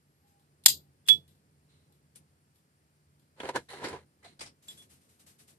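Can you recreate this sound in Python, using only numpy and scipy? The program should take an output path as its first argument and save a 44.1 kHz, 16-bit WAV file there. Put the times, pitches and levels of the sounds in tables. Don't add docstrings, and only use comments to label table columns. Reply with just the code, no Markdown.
import sys
import numpy as np
from scipy import signal
from scipy.fft import rfft, irfft
from scipy.io import wavfile
from scipy.ndimage import uniform_filter1d, minimum_filter1d

SR = 44100
rng = np.random.default_rng(int(sys.argv[2]) if len(sys.argv) > 2 else 0)


def transcribe(u):
    v = np.clip(np.atleast_2d(u).T, -1, 1)
    q = np.round(v * 32767).astype(np.int16)
    wavfile.write(sys.argv[1], SR, q)


N = 246166
EVENT_SAMPLES = 12000
NEAR_LAG_S, WIDE_LAG_S = 4 / SR, 16 / SR


def gain_of(db):
    return 10 ** (np.asarray(db) / 20)


def unit_rms(x):
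    return x / np.sqrt(np.mean(x ** 2) + 1e-20)


def at_hz(points, hz):
    point_hz, value = np.transpose(points)
    return np.interp(np.log(hz + 1), np.log(point_hz + 1), value)


def smooth(x, span_s):
    size = round(span_s * SR)
    return uniform_filter1d(uniform_filter1d(x, size), size)


def add(mix, start_s, sound):
    part = mix[:, round(start_s * SR):][:, :sound.shape[1]]
    part += sound[:, :part.shape[1]]


def sides(pan_db):
    return gain_of(np.multiply.outer([.5, -.5], pan_db))


def colour(x, spectrum, tilt_db=0):
    hz = abs(np.fft.fftfreq(4096, 1 / SR))
    shape_db = np.maximum(at_hz(spectrum, hz) + tilt_db * np.log2((hz + 50) / 3000), -100)
    log_gain = np.log(unit_rms(gain_of(shape_db)))
    taps = np.fft.ifft(np.exp(np.conj(signal.hilbert(log_gain)))).real
    return signal.fftconvolve(x, taps[None], axes=1)[:, :x.shape[1]]


def resonate(x, hz, width_hz):
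    radius, angle = np.exp(-np.pi * width_hz / SR), 2 * np.pi * hz / SR
    feedback = [1, -2 * radius * np.cos(angle), radius ** 2]
    return signal.lfilter([1 - radius ** 2], feedback, x) * np.sin(angle)


def noise(n, grain_db=0, lag_s=NEAR_LAG_S):
    # frequency_hz, correlation
    coherence = [(60, 0.92), (300, 1), (700, 0.85), (2000, 0.23), (6000, 0.2), (14000, 0.17)]
    left, unrelated = rfft(rng.standard_normal((2, n)))
    hz = np.fft.rfftfreq(n, 1 / SR)
    alike = np.clip(at_hz(coherence, hz), 0, 1)
    right = (alike * left + np.sqrt(1 - alike ** 2) * unrelated) * np.exp(-2j * np.pi * hz * lag_s)
    lumps = gain_of(grain_db * unit_rms(uniform_filter1d(rng.standard_normal(n), size=60)))
    return irfft([left, right], n) * unit_rms(lumps)


def burst(rise_s, t60_s, grain_db=0, lag_s=NEAR_LAG_S, bend=1):
    t = np.arange(EVENT_SAMPLES) / SR
    attack = np.sin(np.pi / 2 * np.clip(t / rise_s, 0, 1)) ** 2
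    fall_db = -60 * (np.maximum(t - rise_s, 0) / t60_s) ** bend
    return noise(len(t), grain_db, lag_s) * attack * gain_of(fall_db)


def wavering(n, start_hz, end_hz, waver_hz, flicker_db=2.5):
    drift, flicker = (unit_rms(smooth(v, .02)) for v in rng.standard_normal((2, n)))
    cycles = np.cumsum(np.linspace(start_hz, end_hz, n) + waver_hz * drift) / SR
    port_phase = np.outer([0, 1], 2 * np.pi * start_hz * WIDE_LAG_S)
    return np.sin(2 * np.pi * cycles - port_phase) * gain_of(flicker_db * flicker)


def machine_hum():
    # pitch_hz, waver_hz, level_db
    partials = [(84, 4, -5), (145.2, 2.5, 0)]
    # time_s, gain_db
    course = [(0, -1), (4.0, 1.2), (4.3, -8.5), (5.58, -10)]
    hum = sum(gain_of(db) * wavering(N, hz, hz, waver_hz) for hz, waver_hz, db in partials)
    return hum * gain_of(np.interp(np.arange(N) / SR, *np.transpose(course)))


def swell(handling):
    # time_s, gain_db
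    resting = [(0, -72), (1.3, -69), (2.1, -70), (2.8, -72.5), (4.2, -70), (5.58, -72)]
    knee_db, lift_per_db, max_lift_db, delay_s = -72, 0.29, 15.5, 0.024
    t = np.arange(N) / SR
    power_db = 10 * np.log10((handling ** 2).mean(0) + 1e-12)
    envelope_db = smooth(-minimum_filter1d(-power_db, size=200), .04)
    lift_db = np.clip(lift_per_db * (envelope_db - knee_db), 0, max_lift_db)
    late_lift_db = np.interp(t - delay_s, t, lift_db)
    wander_db = 0.5 * unit_rms(smooth(rng.standard_normal(N), .03))
    return gain_of(np.interp(t, *np.transpose(resting)) + late_lift_db + wander_db)


def shop(handling):
    # frequency_hz, density_db
    hiss_spectrum = [(240, -31), (400, -15.5), (915, -11), (1700, -11.5), (3820, -19.5), (4650, -15.5),
                     (6570, -20), (9280, -19), (14600, -27.5)]
    # frequency_hz, density_db
    rumble_spectrum = [(15, -52), (30, -36), (55, -26), (78, -5.5), (112, -12.5), (144, -9), (248, -16),
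                       (438, -20.5), (900, -32.5), (1500, -60)]
    hum = machine_hum()
    hiss = gain_of(-76.5) * colour(noise(N, lag_s=WIDE_LAG_S), hiss_spectrum)
    low_gain = swell(handling)
    rumble = colour(noise(N, lag_s=WIDE_LAG_S), rumble_spectrum)
    return hiss + low_gain * (rumble + hum)


def whines():
    # start_s, end_s
    spans = [(.33, 1.28), (1.36, 1.92), (1.96, 2.55), (2.6, 3.19), (3.24, 5.1)]
    # start_s, end_s, start_hz, end_hz, waver_hz, level_db
    tones = [(0, 5.58, 7510, 7505, 6, -92), (.02, .33, 11200, 11700, 110, -84),
             (5.15, 5.45, 11700, 11350, 110, -82), (.23, .42, 812, 806, 3, -73),
             (.85, .91, 800, 790, 3, -80), (1.895, 1.93, 830, 810, 4, -76)]
    whine_hz, whine_waver_hz, whine_db = 9190, 30, -84.5
    whine = [(start_s, end_s, whine_hz, whine_hz, whine_waver_hz, whine_db) for start_s, end_s in spans]
    out = np.zeros((2, N))
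    for start_s, end_s, start_hz, end_hz, waver_hz, db in whine + tones:
        n = round((end_s - start_s) * SR)
        fades = signal.windows.tukey(n, min(0.0076 / (end_s - start_s), 1))
        add(out, start_s, gain_of(db) * wavering(n, start_hz, end_hz, waver_hz) * fades)
    return out


def rubs():
    # start_s, level_db, rise_s, t60_s, band_hz, band_db
    strokes = [(0.257, -74, 0.024, 0.26, 7800, -9), (1.063, -59, .0015, 0.15, 7990, -7),
               (1.679, -74.5, 0.026, .52, 4110, 11.5), (2.151, -65, 0.0026, 0.16, 6500, -5.5),
               (2.1572, -60, .0005, .085, 9700, 17), (2.53, -78.5, .03, .19, 11200, 5.5),
               (4.226, -68.5, .005, 0.22, 2100, 22), (4.242, -58.5, 0.0064, 0.21, 4200, 12.5),
               (4.391, -49, .005, 0.046, 4900, 5.5), (4.407, -44, 0.001, 0.049, 5200, 11.5),
               (4.41, -41, 0.0033, 0.12, 2500, -0.5), (4.446, -53, 0.019, 0.11, 5300, 9),
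               (4.618, -65, 0.012, 0.58, 7360, -2), (4.667, -55.5, 0.023, .27, 12300, -9),
               (4.765, -60.5, 0.016, 0.18, 9500, 8), (4.811, -61, .014, .12, 7430, -6),
               (4.884, -61, 0.029, 0.23, 9410, -2), (4.998, -71.5, .02, .4, 9030, 0),
               (5.081, -67.5, .017, .3, 9000, -8.5), (5.184, -62, 0.021, 0.13, 9000, -3),
               (5.256, -58, 0.018, 0.21, 8200, -6), (5.378, -59.5, .024, 0.15, 9150, -4.5),
               (5.468, -60, .021, 0.17, 9000, -3)]
    # frequency_hz, density_db
    friction = [(300, -4), (800, -3), (2200, -5), (5000, -7), (9500, -9), (12000, -11), (14500, -15)]
    out = np.zeros((2, N))
    for start_s, db, rise_s, t60_s, band_hz, band_db in strokes:
        low_band = band_hz < 6000
        tilt_db, top_hz, pan_db = (0.9, 10000, 1.2) if low_band else (2.06, 13000, 0.17)
        rub = colour(burst(rise_s, t60_s, lag_s=WIDE_LAG_S, bend=1.43), friction, tilt_db)
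        rub = signal.sosfilt(signal.butter(6, top_hz, fs=SR, output="sos"), rub)
        singing = gain_of(band_db) * resonate(rub, band_hz, 0.1 * band_hz)
        add(out, start_s, gain_of(db) * sides(pan_db)[:, None] * (rub + singing))
    return out


def clicks():
    # start_s, level_db, t60_s, tilt_db_per_octave, ring_db, room_db, pan_db,
    # band_hz, band_db
    impacts = [(.6375, -59.5, 0.046, 0.35, -32, -30.5, -2, 9900, 6.5),
               (0.644, -60, 0.023, 1.3, -34, -30, -2.5, 9900, 3.5),
               (0.6563, -30, .05, 0.5, -34, -29.5, -0.6, 3287, -2.2),
               (.6602, -8, .036, 1.2, -24, -10, 2, 7500, 4),
               (1.0762, -46.5, 0.073, 2, -34, -13, 10, 12900, -11),
               (1.0853, -21, 0.076, -1.4, -45.5, -14, -1, 2953, -0.5),
               (4.6831, -47.5, 0.04, -1.2, -41.5, -0.5, -0.2, 12440, -4)]
    # start_s, level_db
    ticks = [(0.3954, -78.5), (1.2784, -71), (1.289, -73.5), (1.3494, -80), (1.9226, -74), (2.5576, -76.5),
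             (3.1954, -76.5)]
    tick_timbre = (0.09, -1.5, -38, -2.5, 1.5, 11000, 8.5)
    # frequency_hz, density_db
    crack = [(180, -59.5), (300, -36.5), (1250, -18.5), (2000, -7.5), (2320, -8.5), (3650, 3.5), (6240, -9),
             (7450, -3.5), (10700, -7), (12300, -6), (14500, -16)]
    # pitch_hz, level_db, t60_s
    case_modes = [(880, 13, .01), (1552, -4, 0.019), (2029, -2.5, 0.009), (2983, -6.5, 0.056),
                  (3443, -5, .025), (4980, -2, .035), (6200, -8, 0.0081), (6900, -11, 0.032),
                  (7440, -1.5, .02), (9030, -1, .02), (10260, -8.5, .015), (12060, 0.5, 0.01),
                  (12810, -2, 0.013)]
    events = impacts + [tick + tick_timbre for tick in ticks]
    out, echoes = np.zeros((2, N)), room()
    for start_s, db, t60_s, tilt_db, ring_db, room_db, pan_db, band_hz, band_db in events:
        blow = burst(0.00016, t60_s, grain_db=1)
        ring = sum(gain_of(mode_db) * np.sqrt(decay_s * SR) * resonate(blow, hz, 3.8 / decay_s)
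                   for hz, mode_db, decay_s in case_modes)
        bright = gain_of(band_db) * resonate(blow, band_hz, 0.24 * band_hz)
        direct = colour(blow + bright + gain_of(ring_db) * ring, crack, tilt_db)
        reflected = signal.fftconvolve(direct, echoes, axes=1)[:, :direct.shape[1]]
        add(out, start_s, gain_of(db) * sides(pan_db)[:, None] * (direct + gain_of(room_db) * reflected))
    return out


def room(wall_delay_s=.019):
    # frequency_hz, t60_s
    decay_times = [(300, 0.049), (1200, 0.074), (2000, 0.092), (4000, .17), (7500, 0.14), (11000, 0.12),
                   (14000, 0.21)]
    reflections = noise(EVENT_SAMPLES) * (rng.random(EVENT_SAMPLES) < .2)
    hz, t, bands = signal.stft(reflections, SR, nperseg=128)
    decay = gain_of(-60 * t / at_hz(decay_times, hz)[:, None])
    tail = signal.istft(bands * decay, SR, nperseg=128)[1]
    tail *= np.clip(np.arange(tail.shape[1]) / SR / 0.001, 0, 1)
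    return np.pad(tail / np.linalg.norm(tail[0]), ((0, 0), (round(wall_delay_s * SR), 0)))


def lid(pitch_hz=3400, overtone_hz=7440):
    # start_s, level_db, swell_s, t60_s, pan_db, left_lead_rad, overtone_db
    notes = [(1.055, -61.5, 0.01193, .1, -3, -1, -75), (1.0864, -16, 0.02, 0.1, -10.5, -2.2, -43.5),
             (4.683, -44, 0.0062, 0.092, 0.5, 2, -42), (4.774, -55.5, 0.036, 0.073, 0, 2.1, -62)]
    out, t = np.zeros((2, N)), np.arange(EVENT_SAMPLES) / SR
    onset = np.minimum(t / 0.0025, 1)
    for start_s, db, swell_s, t60_s, pan_db, lead_rad, overtone_db in notes:
        note = np.sqrt(2) * np.sin(2 * np.pi * pitch_hz * t + np.array([[lead_rad], [0]]))
        rising = gain_of(-6.5 * np.maximum(1 - t / swell_s, 0))
        since_peak_s = np.maximum(t - swell_s, 0)
        dying = sides(pan_db)[:, None] * gain_of(-60 * (since_peak_s / t60_s) ** 1.4)
        lingering = gain_of(-33 - 60 * since_peak_s / .3)
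        overtone = np.sin(2 * np.pi * overtone_hz * t) * gain_of(overtone_db - 60 * t / 0.11)
        add(out, start_s, (gain_of(db) * rising * (dying + lingering) * note + overtone) * onset)
    return out


def hollow(x):
    # pitch_hz, width_hz, gain_db
    box_modes = [(530, 170, -2.5), (1040, 29, -5.5), (1600, 17, -17), (1720, 150, -9), (2160, 56, -5),
                 (2450, 80, -16), (3150, 44, -42)]
    return x + 1.4 * sum(gain_of(db) * resonate(x, hz, width_hz) for hz, width_hz, db in box_modes)


def box():
    # frequency_hz, density_db
    card = [(35, -39.5), (60, -18), (140, -15), (194, -14.5), (394, -3.5), (733, -2.5), (988, 0.5),
            (1110, -7), (1750, -3.5), (2590, -8), (10000, -19), (14500, -42.5)]
    # start_s, level_db, t60_s, tilt_db_per_octave, spot_hz, spot_db
    knocks = [(3.401, -39, 0.068, -2, 3390, 15), (3.432, -38, 0.15, -4.5, 1570, 1),
              (3.453, -37, 0.048, -2.7, 3130, 9), (3.489, -31.5, 0.073, -1.8, 997, 5),
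              (3.55, -59, 0.38, 5.5, 700, 17), (3.5581, -28.5, 0.081, -0.34, 1700, 8),
              (3.573, -46.5, 0.09, -10, 494, 13.5), (3.6885, -62, 0.063, 2.5, 2100, 26),
              (3.732, -44, .1, -1, 826, 8), (3.819, -44.5, 0.23, -2.8, 1010, 6),
              (3.84, -35.5, 0.094, -1.2, 421, 18), (3.847, -40, 0.15, -2, 4960, 15),
              (3.884, -42, 0.12, 1.5, 446, -6), (3.928, -41, 0.14, -3.5, 1000, 7.5),
              (3.96, -55.5, 0.069, -0.5, 1010, 23), (4.243, -62, 0.13, 2, 713, 26)]
    # time_s, body_db, scrape_over_body_db
    slides = [
        [(3.36, -72, -14), (3.4, -53, -5), (3.49, -44, -7), (3.532, -60, -13), (3.56, -30, -14),
         (3.64, -81, 1.5)],
        [(3.684, -67, 11), (3.708, -53.5, 6.5), (3.83, -46, -14), (3.846, -36, -7.5), (3.896, -44.5, -12),
         (3.962, -48, -17.5), (4.05, -76.5, -0.5)],
        [(4.21, -89, 0.5), (4.25, -56.5, -2), (4.3, -88, 2), (4.34, -84, 15.5)],
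    ]
    # pitch_hz, width_hz, gain_db
    edge_modes = [(2100, 300, 11), (3100, 250, 5), (4150, 400, 12)]
    out = np.zeros((2, N))
    for start_s, db, t60_s, tilt_db, spot_hz, spot_db in knocks:
        blow = colour(burst(0.0013, t60_s, grain_db=1.7), card, tilt_db)
        spot = gain_of(spot_db) * resonate(blow, spot_hz, 0.081 * spot_hz)
        add(out, start_s, gain_of(db) * (hollow(blow) + spot))
    for slide in slides:
        time_s, body_db, scrape_db = np.transpose(slide)
        t = np.arange(time_s[0], time_s[-1], 1 / SR)
        body = unit_rms(hollow(colour(noise(len(t), grain_db=1.6), card, tilt_db=-2.5)))
        grit = colour(noise(len(t), grain_db=2.6), card, tilt_db=4.8)
        edge = sum(gain_of(db) * resonate(grit, hz, width_hz) for hz, width_hz, db in edge_modes)
        scrape = unit_rms(grit + edge) * gain_of(np.interp(t, time_s, scrape_db))
        envelope = gain_of(np.interp(t, time_s, body_db)) * signal.windows.tukey(len(t), .04)
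        add(out, time_s[0], (body + scrape) * envelope)
    return out


def scene():
    handling = clicks() + lid() + box() + rubs()
    return handling + shop(handling) + whines()


def record(dry):
    # frequency_hz, left_over_right_db
    port_balance = [(60, -1), (110, 0.5), (200, -2), (370, -1.5), (680, -1), (1250, -2.5), (2290, 1),
                    (4200, -6), (7700, 6), (14100, 10.5)]
    bass_cut_hz, top_hz = 35, 14700
    hz = np.fft.rfftfreq(N, 1 / SR)
    high_pass = hz ** 2 / (hz ** 2 + bass_cut_hz ** 2)
    ported = irfft(rfft(dry) * sides(at_hz(port_balance, hz)) * high_pass, N)
    clipped = np.clip(ported, -1, 1)
    low_pass = signal.firwin(511, top_hz, window=("kaiser", 9), fs=SR)
    return np.clip(signal.oaconvolve(clipped, low_pass[None], "same"), -1, 1)


dry = scene()
out = record(dry)
transcribe(out)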